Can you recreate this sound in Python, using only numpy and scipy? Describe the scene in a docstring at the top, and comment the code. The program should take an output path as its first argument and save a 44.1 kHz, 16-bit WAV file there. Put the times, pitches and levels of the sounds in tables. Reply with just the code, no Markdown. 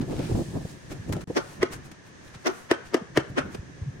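"""A yard: a hammer taps an edging board down into a sand bed. Some knocks are sharp and ring the
board's hollow modes; others are smeared, crunchy bursts with a low rumble. Behind it a shovel
scrapes and spreads sand, small stones tick on the blade and the work clunks dully. A house wall
and the yard return the sounds. Wind buffets the microphone, mostly in the first second, over a
distant wash with a faint whirr. The sound drops out once, briefly."""
import sys
import numpy as np
from scipy import signal
from scipy.fft import rfft, irfft
from scipy.io import wavfile
from scipy.ndimage import uniform_filter1d

SR = 44100
rng = np.random.default_rng(int(sys.argv[2]) if len(sys.argv) > 2 else 0)


def bounce(signal):
    """Save signal as a 16-bit WAV file at the path given by the first command-line argument."""
    frames = np.transpose(np.atleast_2d(signal))
    limited = np.clip(frames, -1, 1)
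    pcm = np.round(limited * 32767).astype(np.int16)
    wavfile.write(sys.argv[1], SR, pcm)


N = 176400


def undb(db):
    """Decibels to gain."""
    return 10 ** (np.asarray(db) / 20)


def unit(x):
    """Scale to rms 1."""
    return x / np.sqrt(np.mean(x ** 2))


def curve(table):
    """Join (time_s, value) rows by straight lines."""
    return np.interp(np.arange(N) / SR, *np.array(table).T)


def noise(spectrum, alike, shared_hz=320):
    """Stereo noise, rms 1; left-right correlation is alike above shared_hz, nearing 1 below."""
    hz, db = np.array(spectrum).T
    bin_hz = np.arange(N // 2 + 1) * SR / N + 1
    gain = undb(np.interp(np.log(bin_hz), np.log(hz), db))
    correlation = 1 - (1 - alike) / (1 + (shared_hz / bin_hz) ** 4)
    white = rfft(rng.standard_normal((2, N)))
    mid, side = irfft(white * gain * np.sqrt([1 + correlation, 1 - correlation]), N)
    return unit(mid + side * np.array([[1], [-1]]))


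def walk(rate_hz):
    """Smooth random wander, rms 1."""
    hold = int(SR / rate_hz)
    steps = rng.standard_normal(N)[np.arange(N) // hold]
    return unit(uniform_filter1d(steps, hold))


def pan(db):
    """Stereo gains, left louder by db."""
    return undb(np.array([[db], [-db]]) / 2)


def swell(t, rise_s, fall_s):
    """Exponential rise to a rounded top at t = 0, then exponential fall."""
    return np.exp(1 - np.hypot(1, np.where(t < 0, t / rise_s, t / fall_s)))


def background():
    """Distant outdoor wash with a faint narrow-band whirr."""
    # freq_hz, relative_db
    wash_spectrum = [(20, -38), (80, -9), (134, -0.5), (229, -5.5), (545, -11), (754, -16), (1000, -15),
                     (1440, -19), (1800, -15.5), (2100, -18), (2610, -21.5), (4600, -26), (5400, -24.5),
                     (6500, -22), (7300, -32.5), (9300, -31.5), (10400, -61), (12000, -47), (16000, -68)]
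    whirr_band = signal.butter(2, [1613, 1849], "band", fs=SR, output="sos")
    whirr = unit(signal.sosfilt(whirr_band, rng.standard_normal((2, N))))
    wash = noise(wash_spectrum, alike=0.031, shared_hz=70) * undb(-50 + 0.7 * walk(6.15))
    return wash + whirr * undb(-59 + 1.2 * walk(20))


def wind(t):
    """Fluttering rumble on the microphone; stronger gusts shed higher eddies, single buffets thump."""
    # time_s, relative_db
    gusts = [(0, -36), (.09, -34.5), (.17, -35.5), (.2, -31.5), (.28, -31.5), (.34, -30), (.405, -26),
             (.445, -39), (.51, -37.5), (.56, -29.5), (.62, -45.5), (.87, -49.5), (.91, -36.5),
             (.95, -36.5), (1.03, -45.5), (1.1, -32.5), (1.2, -40), (1.5, -48), (1.8, -45), (2.0, -54.5),
             (2.88, -73), (3.2, -45), (3.36, -44), (3.47, -38.5), (3.62, -47), (3.73, -54), (4.0, -46)]
    # freq_hz, relative_db
    rumble_spectrum = [(20, -20), (45, -7), (75, 1), (105, -3.5), (140, 6), (200, -2), (300, -12.5),
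                       (500, -55), (1000, -55)]
    # freq_hz, relative_db
    eddy_spectrum = [(100, -6.5), (220, -1), (330, 2.5), (480, -8), (750, -13), (1200, -25), (2500, -63)]
    # peak_s, level_db, pitch_hz, half_length_s
    buffets = [(.008, -17.5, 172, 0.0031), (.2, -21.5, 148, 0.0058), (.26, -23, 180, 0.0024),
               (0.326, -20, 110, 0.011), (.348, -13.5, 124, 0.0042), (.485, -33, 130, 0.034),
               (.555, -23, 155, 0.0083), (0.653, -22.5, 130, 0.0047), (1.002, -28, 107, 0.0083),
               (1.109, -20.5, 135, 0.0035), (1.162, -21.5, 131, 0.0038), (1.303, -30.5, 142, 0.0057),
               (2.365, -37.5, 121, 0.011), (3.022, -30.5, 196, 0.0074), (3.184, -22.5, 130, 0.011),
               (3.305, -32, 129, 0.011), (3.452, -27.5, 134, 0.0085), (3.597, -29, 99, 0.013),
               (3.827, -24, 107, 0.0098), (3.883, -25, 132.5, 0.017)]
    gust_db = curve(gusts) + 3 * walk(rate_hz=39.5)
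    eddy_db = -32.5 + 1.21 * (gust_db + 30)
    out = noise(rumble_spectrum, alike=0.6, shared_hz=113) * undb(gust_db - 1)
    out += noise(eddy_spectrum, alike=0.034) * undb(eddy_db)
    turbulence_cycles = 0.09 * walk(140)
    glide = 0.18  # share of pitch lost per half length
    for peak_s, level_db, pitch_hz, half_length_s in buffets:
        u = np.clip((t - peak_s) / half_length_s, -6, 6)
        cycles = pitch_hz * half_length_s * (u - glide * u ** 2 / 2) + turbulence_cycles + rng.random()
        out += undb(level_db) * np.exp(-u ** 2) * np.sin(2 * np.pi * cycles)
    return out


def shovel(t):
    """The blade bites into sand in short strokes; grains slide off it with a hiss."""
    # peak_s, level_db, rise_s, fall_s (two time constants each), fine_share
    strokes = [(0.015, -38, 0.005, 0.016, 0.08), (.119, -46.5, .004, 0.018, 0.5), (.23, -42, 0.12, 0.12, 0),
               (.365, -55, 0.042, 0.027, 1), (.70, -54, 0.035, 0.029, 0.9),
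               (0.921, -37.5, 0.019, 0.016, 0.35), (1.091, -47.5, 0.0066, 0.018, 0.5),
               (1.126, -27, 0.0023, 0.0053, 0.5), (1.134, -34, 0.0027, 0.0083, 0.7),
               (1.167, -40, .002, 0.0041, 0.2), (1.21, -42, 0.0026, 0.0069, 0.4),
               (1.218, -43, 0.0038, 0.009, 0.4), (1.53, -49, 0.043, 0.06, 0.8),
               (1.731, -35, 0.015, 0.026, 0.6), (1.859, -48, 0.023, 0.027, 0.4),
               (1.917, -41, 0.0033, 0.0099, 0.25), (2.07, -54.5, 0.028, 0.035, 0.5),
               (2.28, -51.5, 0.055, .03, 0.3), (2.349, -41, 0.012, 0.017, 0.03),
               (2.59, -50, 0.16, 0.087, 1), (2.864, -46, 0.02, 0.04, 0.2), (3.3, -56, 0.022, 0.017, 0.8),
               (3.53, -48, 0.021, 0.043, 0.55), (3.549, -35.5, 0.004, 0.0076, 0.05)]
    # freq_hz, relative_db
    blade_spectrum = [(150, 16), (350, 0.5), (700, -2), (1150, 0.5), (1550, 4), (1950, -4), (2400, 1.5),
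                      (2900, -4), (5500, -7), (9000, -17), (16000, -72)]
    # freq_hz, relative_db
    fine_sand_spectrum = [(500, 16), (2000, 11), (4000, 2.5), (6500, 5.5), (9000, 4.5), (12000, -1.5),
                          (16000, -9)]
    # time_s, level_db
    slide_levels = [(0, -61.5), (.105, -52.5), (.125, -51), (.21, -49), (.38, -45.5), (.47, -50),
                    (.62, -53), (.71, -49.5), (.77, -60), (1.2, -59.5), (1.5, -52), (1.8, -110)]
    # freq_hz, relative_db
    slide_spectrum = [(300, 12), (1200, -5), (2500, -1.5), (4000, 1.5), (6500, 0.5), (9000, -0.5),
                      (12000, -10.5), (16000, -15.5)]
    grains = unit(undb(1.5 * walk(rate_hz=3000)))
    blade = noise(blade_spectrum, alike=0.22)
    fine_sand = noise(fine_sand_spectrum, alike=0.082)
    out = noise(slide_spectrum, alike=0.056) * undb(curve(slide_levels))
    for peak_s, level_db, rise_s, fall_s, fine_share in strokes:
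        scrape = np.sqrt(1 - fine_share) * blade + np.sqrt(fine_share) * fine_sand
        out += undb(level_db) * swell(t - peak_s, rise_s / 2, fall_s / 2) * scrape
    return out * grains * pan(db=0.5)


def stones():
    """Small stones tick against the blade as it is pushed through the sand."""
    # time_s, level_db
    grating_levels = [(0, -70), (.016, -48), (.04, -61), (.11, -55), (.19, -57), (.27, -48), (.33, -61),
                      (.45, -59), (.6, -62), (.8, -110)]
    # freq_hz, relative_db
    tick_spectrum = [(500, -3), (1400, -0.5), (2300, -2), (3800, -3), (5200, -11), (8000, -15),
                     (11000, -21), (16000, -36)]
    ticks_per_s, fall_s = 260, 0.0005
    ticks = (rng.random(N) < ticks_per_s / SR) * rng.exponential(size=N)
    bursts = signal.lfilter([1], [1, -np.exp(-1 / (fall_s * SR))], ticks)
    return noise(tick_spectrum, alike=0.1) * unit(bursts) * undb(curve(grating_levels))


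def yard_echo(x, t):
    """Scattered echo from the house wall plus a thin, diffuse open-air tail."""
    # freq_hz, relative_db
    echo_spectrum = [(30, -27), (100, 10), (300, -20), (450, -1), (700, -1.5), (950, 0.5), (1300, 4.5),
                     (1600, 3.5), (1900, -4.5), (2400, 0.5), (3100, -3), (5000, -5), (9000, -4),
                     (16000, -18)]
    t60_s, build_s, wall_delay_s, wall_spread_s = 0.36, 0.047, 0.026, 0.009
    half_decay = undb(-60 * t / t60_s / 2)  # applied before and after smoothing
    bins = rfft(noise(echo_spectrum, alike=0.054) * half_decay)
    magnitude = uniform_filter1d(np.abs(bins), size=400)  # no pitch stands out
    diffuse = irfft(magnitude * np.exp(1j * np.angle(bins)), N)
    tail = diffuse * half_decay * (1 - np.exp(-t / build_s))
    wall = noise(echo_spectrum, alike=0.026) * np.exp(-((t - wall_delay_s) / wall_spread_s) ** 2 / 2)
    response = (undb(-20) * unit(tail) + undb(-17) * unit(wall)) / np.sqrt(N)
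    return signal.fftconvolve(x, response, axes=1)[:, :N]


def clunks(t):
    """Dull bumps and scuffs of the work, damped at once."""
    # peak_s, level_db, fall_s
    bumps = [(0.129, -29.5, 0.013), (0.197, -27, 0.012), (0.3, -29, 0.0036), (0.352, -23, 0.0045),
             (0.391, -27.5, 0.0035), (0.559, -34.5, 0.017), (0.654, -38.5, 0.0053), (0.919, -37.5, 0.0058),
             (1.096, -29, 0.0057), (1.167, -30.5, 0.012), (1.303, -24.5, 0.0054), (3.551, -29.5, 0.004)]
    # freq_hz, relative_db
    bump_spectrum = [(40, -27), (140, -0.5), (300, 6.5), (450, 3), (650, -2), (900, -13.5), (1600, -32),
                     (3000, -36), (8000, -55), (16000, -67)]
    envelope = sum(undb(db) * swell(t - peak_s, 0.002, fall_s) for peak_s, db, fall_s in bumps)
    return noise(bump_spectrum, alike=0.24) * envelope


def board(age_s, pitch_ratio):
    """Damped modes of the struck board; neighbours swing oppositely and sum to one tight knock."""
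    # freq_hz, level_db, t60_s
    modes = [(244, -4.5, 0.042), (348, 8, 0.039), (433.5, 4.5, 0.027), (648, -6.5, 0.027), (917, -9, 0.016),
             (1234, -8.5, 0.023), (1772, -7, 0.016), (2002, -4.5, 0.017), (2764, -17, 0.038),
             (3143, -15.5, 0.031), (3680, -34, 0.034), (4520, -19.5, 0.028), (5530, -19.5, 0.022)]
    right_lag_s, swell_cycles = 0.00012, 1.45
    age_s = np.maximum([age_s, age_s - right_lag_s], 0)
    out = 0
    for k, (hz, level_db, t60_s) in enumerate(modes):
        scatter_db = 2 * rng.standard_normal() * (hz > 1000)  # upper modes vary with the strike point
        attack = 1 - np.exp(-(age_s * hz / swell_cycles) ** 2)
        envelope = attack * undb(level_db + scatter_db - 60 * age_s / t60_s)
        out += (-1) ** k * envelope * np.sin(2 * np.pi * hz * pitch_ratio * age_s)
    return out * pan(db=1.2)


def hammer(t):
    """Each knock: contact crack, hollow board ring, thin after-ring; a gritty noise swell around it."""
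    # start_s, ring_db, pitch_ratio, crack_db, crunch_db, rumble_db, rumble_fall_s, grit_db,
    # after_ring_db, smear_offset_s, smear_correlation
    blows = [(1.3699, -22, 1.11, -27.5, -24, -18.5, 0.01, -33.5, -62, 0.0041, -0.21),
             (1.629, -11, 1.037, -23.5, -27.5, -29, 0.016, -55, -63, -0.0013, 0.25),
             (2.461, -23, 1.05, -41, -23, -22, .017, -32.5, -45, 0.0091, -0.16),
             (2.7126, -9.5, 1, -17.5, -24.5, -31.5, 0.017, -46, -36.5, 0.0041, -0.24),
             (2.943, -10.5, 0.984, -20.5, -31.5, -21.5, 0.014, -43.5, -59, 0.004, 0.48),
             (3.173, -9, 0.97, -18, -26.5, -24.5, 0.013, -39, -62, 0.00091, 0.63),
             (3.373, -32.5, 1.2, -55, -22.5, -20, 0.0081, -44, -62, 0.012, -0.19)]
    # freq_hz, relative_db
    crack_spectrum = [(30, -38), (200, 8.5), (600, 0.5), (1000, -1), (1450, -2), (1750, 2), (2050, 3),
                      (2400, -25.5), (2800, -4.5), (3200, -8.5), (3900, -9.5), (4600, -12.5), (5600, -10.5),
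                      (7000, -17), (9000, -19.5), (12000, -27), (16000, -34)]
    # freq_hz, relative_db
    crunch_spectrum = [(30, -26), (200, -25), (430, -25), (540, 7), (660, 3), (820, -13.5), (1000, 2),
                       (1300, 0.5), (1550, 0), (1750, -1), (2000, 0), (2400, -6.5), (3100, -10),
                       (3700, -12.5), (4500, -21), (5700, -17), (7000, -25.5), (9000, -24.5), (12000, -42),
                       (16000, -41)]
    # freq_hz, relative_db
    rumble_spectrum = [(30, -35), (190, -47), (255, -2), (300, -11.5), (365, 4), (415, -8), (480, -14.5),
                       (600, -14.5), (900, -17.5), (3000, -79)]
    # freq_hz, relative_db
    grit_spectrum = [(300, -28), (3700, -21), (4450, 1), (5100, -1.5), (5450, -1), (5680, 5.5), (5950, 0),
                     (6500, -6), (7500, -14), (10000, -20.5), (16000, -24)]
    crack_hold_s, crack_fall_s = 0.0014, 0.0037
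    after_ring_hz, after_ring_t60_s = 1525, 0.33
    crack = noise(crack_spectrum, alike=0.49) * pan(db=2)
    crunch = noise(crunch_spectrum, alike=0, shared_hz=0) * undb(0.82 * walk(1200))
    rumble = noise(rumble_spectrum, alike=0, shared_hz=0)
    grit = noise(grit_spectrum, alike=0, shared_hz=0) * unit(undb(5 * walk(2000)))
    out = np.zeros((2, N))
    for (start_s, ring_db, pitch_ratio, crack_db, crunch_db, rumble_db, rumble_fall_s, grit_db,
         after_ring_db, smear_offset_s, alike) in blows:
        near = np.abs(t - start_s) < 0.2
        age_s = t[near] - start_s
        ring = undb(ring_db) * board(age_s, pitch_ratio)
        contact = undb(crack_db) * crack[:, near] * (age_s >= 0)
        contact *= np.exp(-np.maximum(age_s - crack_hold_s, 0) / crack_fall_s)
        gritty = undb(crunch_db) * crunch[:, near] + undb(grit_db) * grit[:, near]
        gritty *= swell(age_s - smear_offset_s, rise_s=0.0065, fall_s=0.0079)
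        low = undb(rumble_db) * rumble[:, near] * swell(age_s - smear_offset_s, 0.0058, rumble_fall_s)
        mid, side = gritty + low
        smear = np.sqrt((1 + alike) / 2) * mid + np.sqrt((1 - alike) / 2) * side * np.array([[1], [-1]])
        after_ring = (age_s >= 0) * np.sin(2 * np.pi * after_ring_hz * age_s)
        after_ring *= undb(after_ring_db - 60 * age_s / after_ring_t60_s)
        out[:, near] += contact + ring + smear * pan(db=1) + after_ring
    return signal.sosfilt(signal.butter(1, 70, "high", fs=SR, output="sos"), out)


def scene():
    """The work and its echo, with wind and background."""
    t = np.arange(N) / SR
    work = hammer(t) + shovel(t) + stones() + clunks(t)
    return work + yard_echo(work, t) + wind(t) + background()


def record(dry):
    """One brief dropout, then a steep low-pass."""
    gap_start_s, gap_end_s, gap_db, cutoff_hz = 1.242, 1.273, -29, 16000
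    t = np.arange(N) / SR
    in_gap = (t > gap_start_s) & (t < gap_end_s)
    gain = uniform_filter1d(np.where(in_gap, undb(gap_db), 1.0), size=90)
    return signal.sosfilt(signal.ellip(8, 0.2, 80, cutoff_hz, fs=SR, output="sos"), dry * gain)


dry = scene()
out = record(dry)
bounce(out)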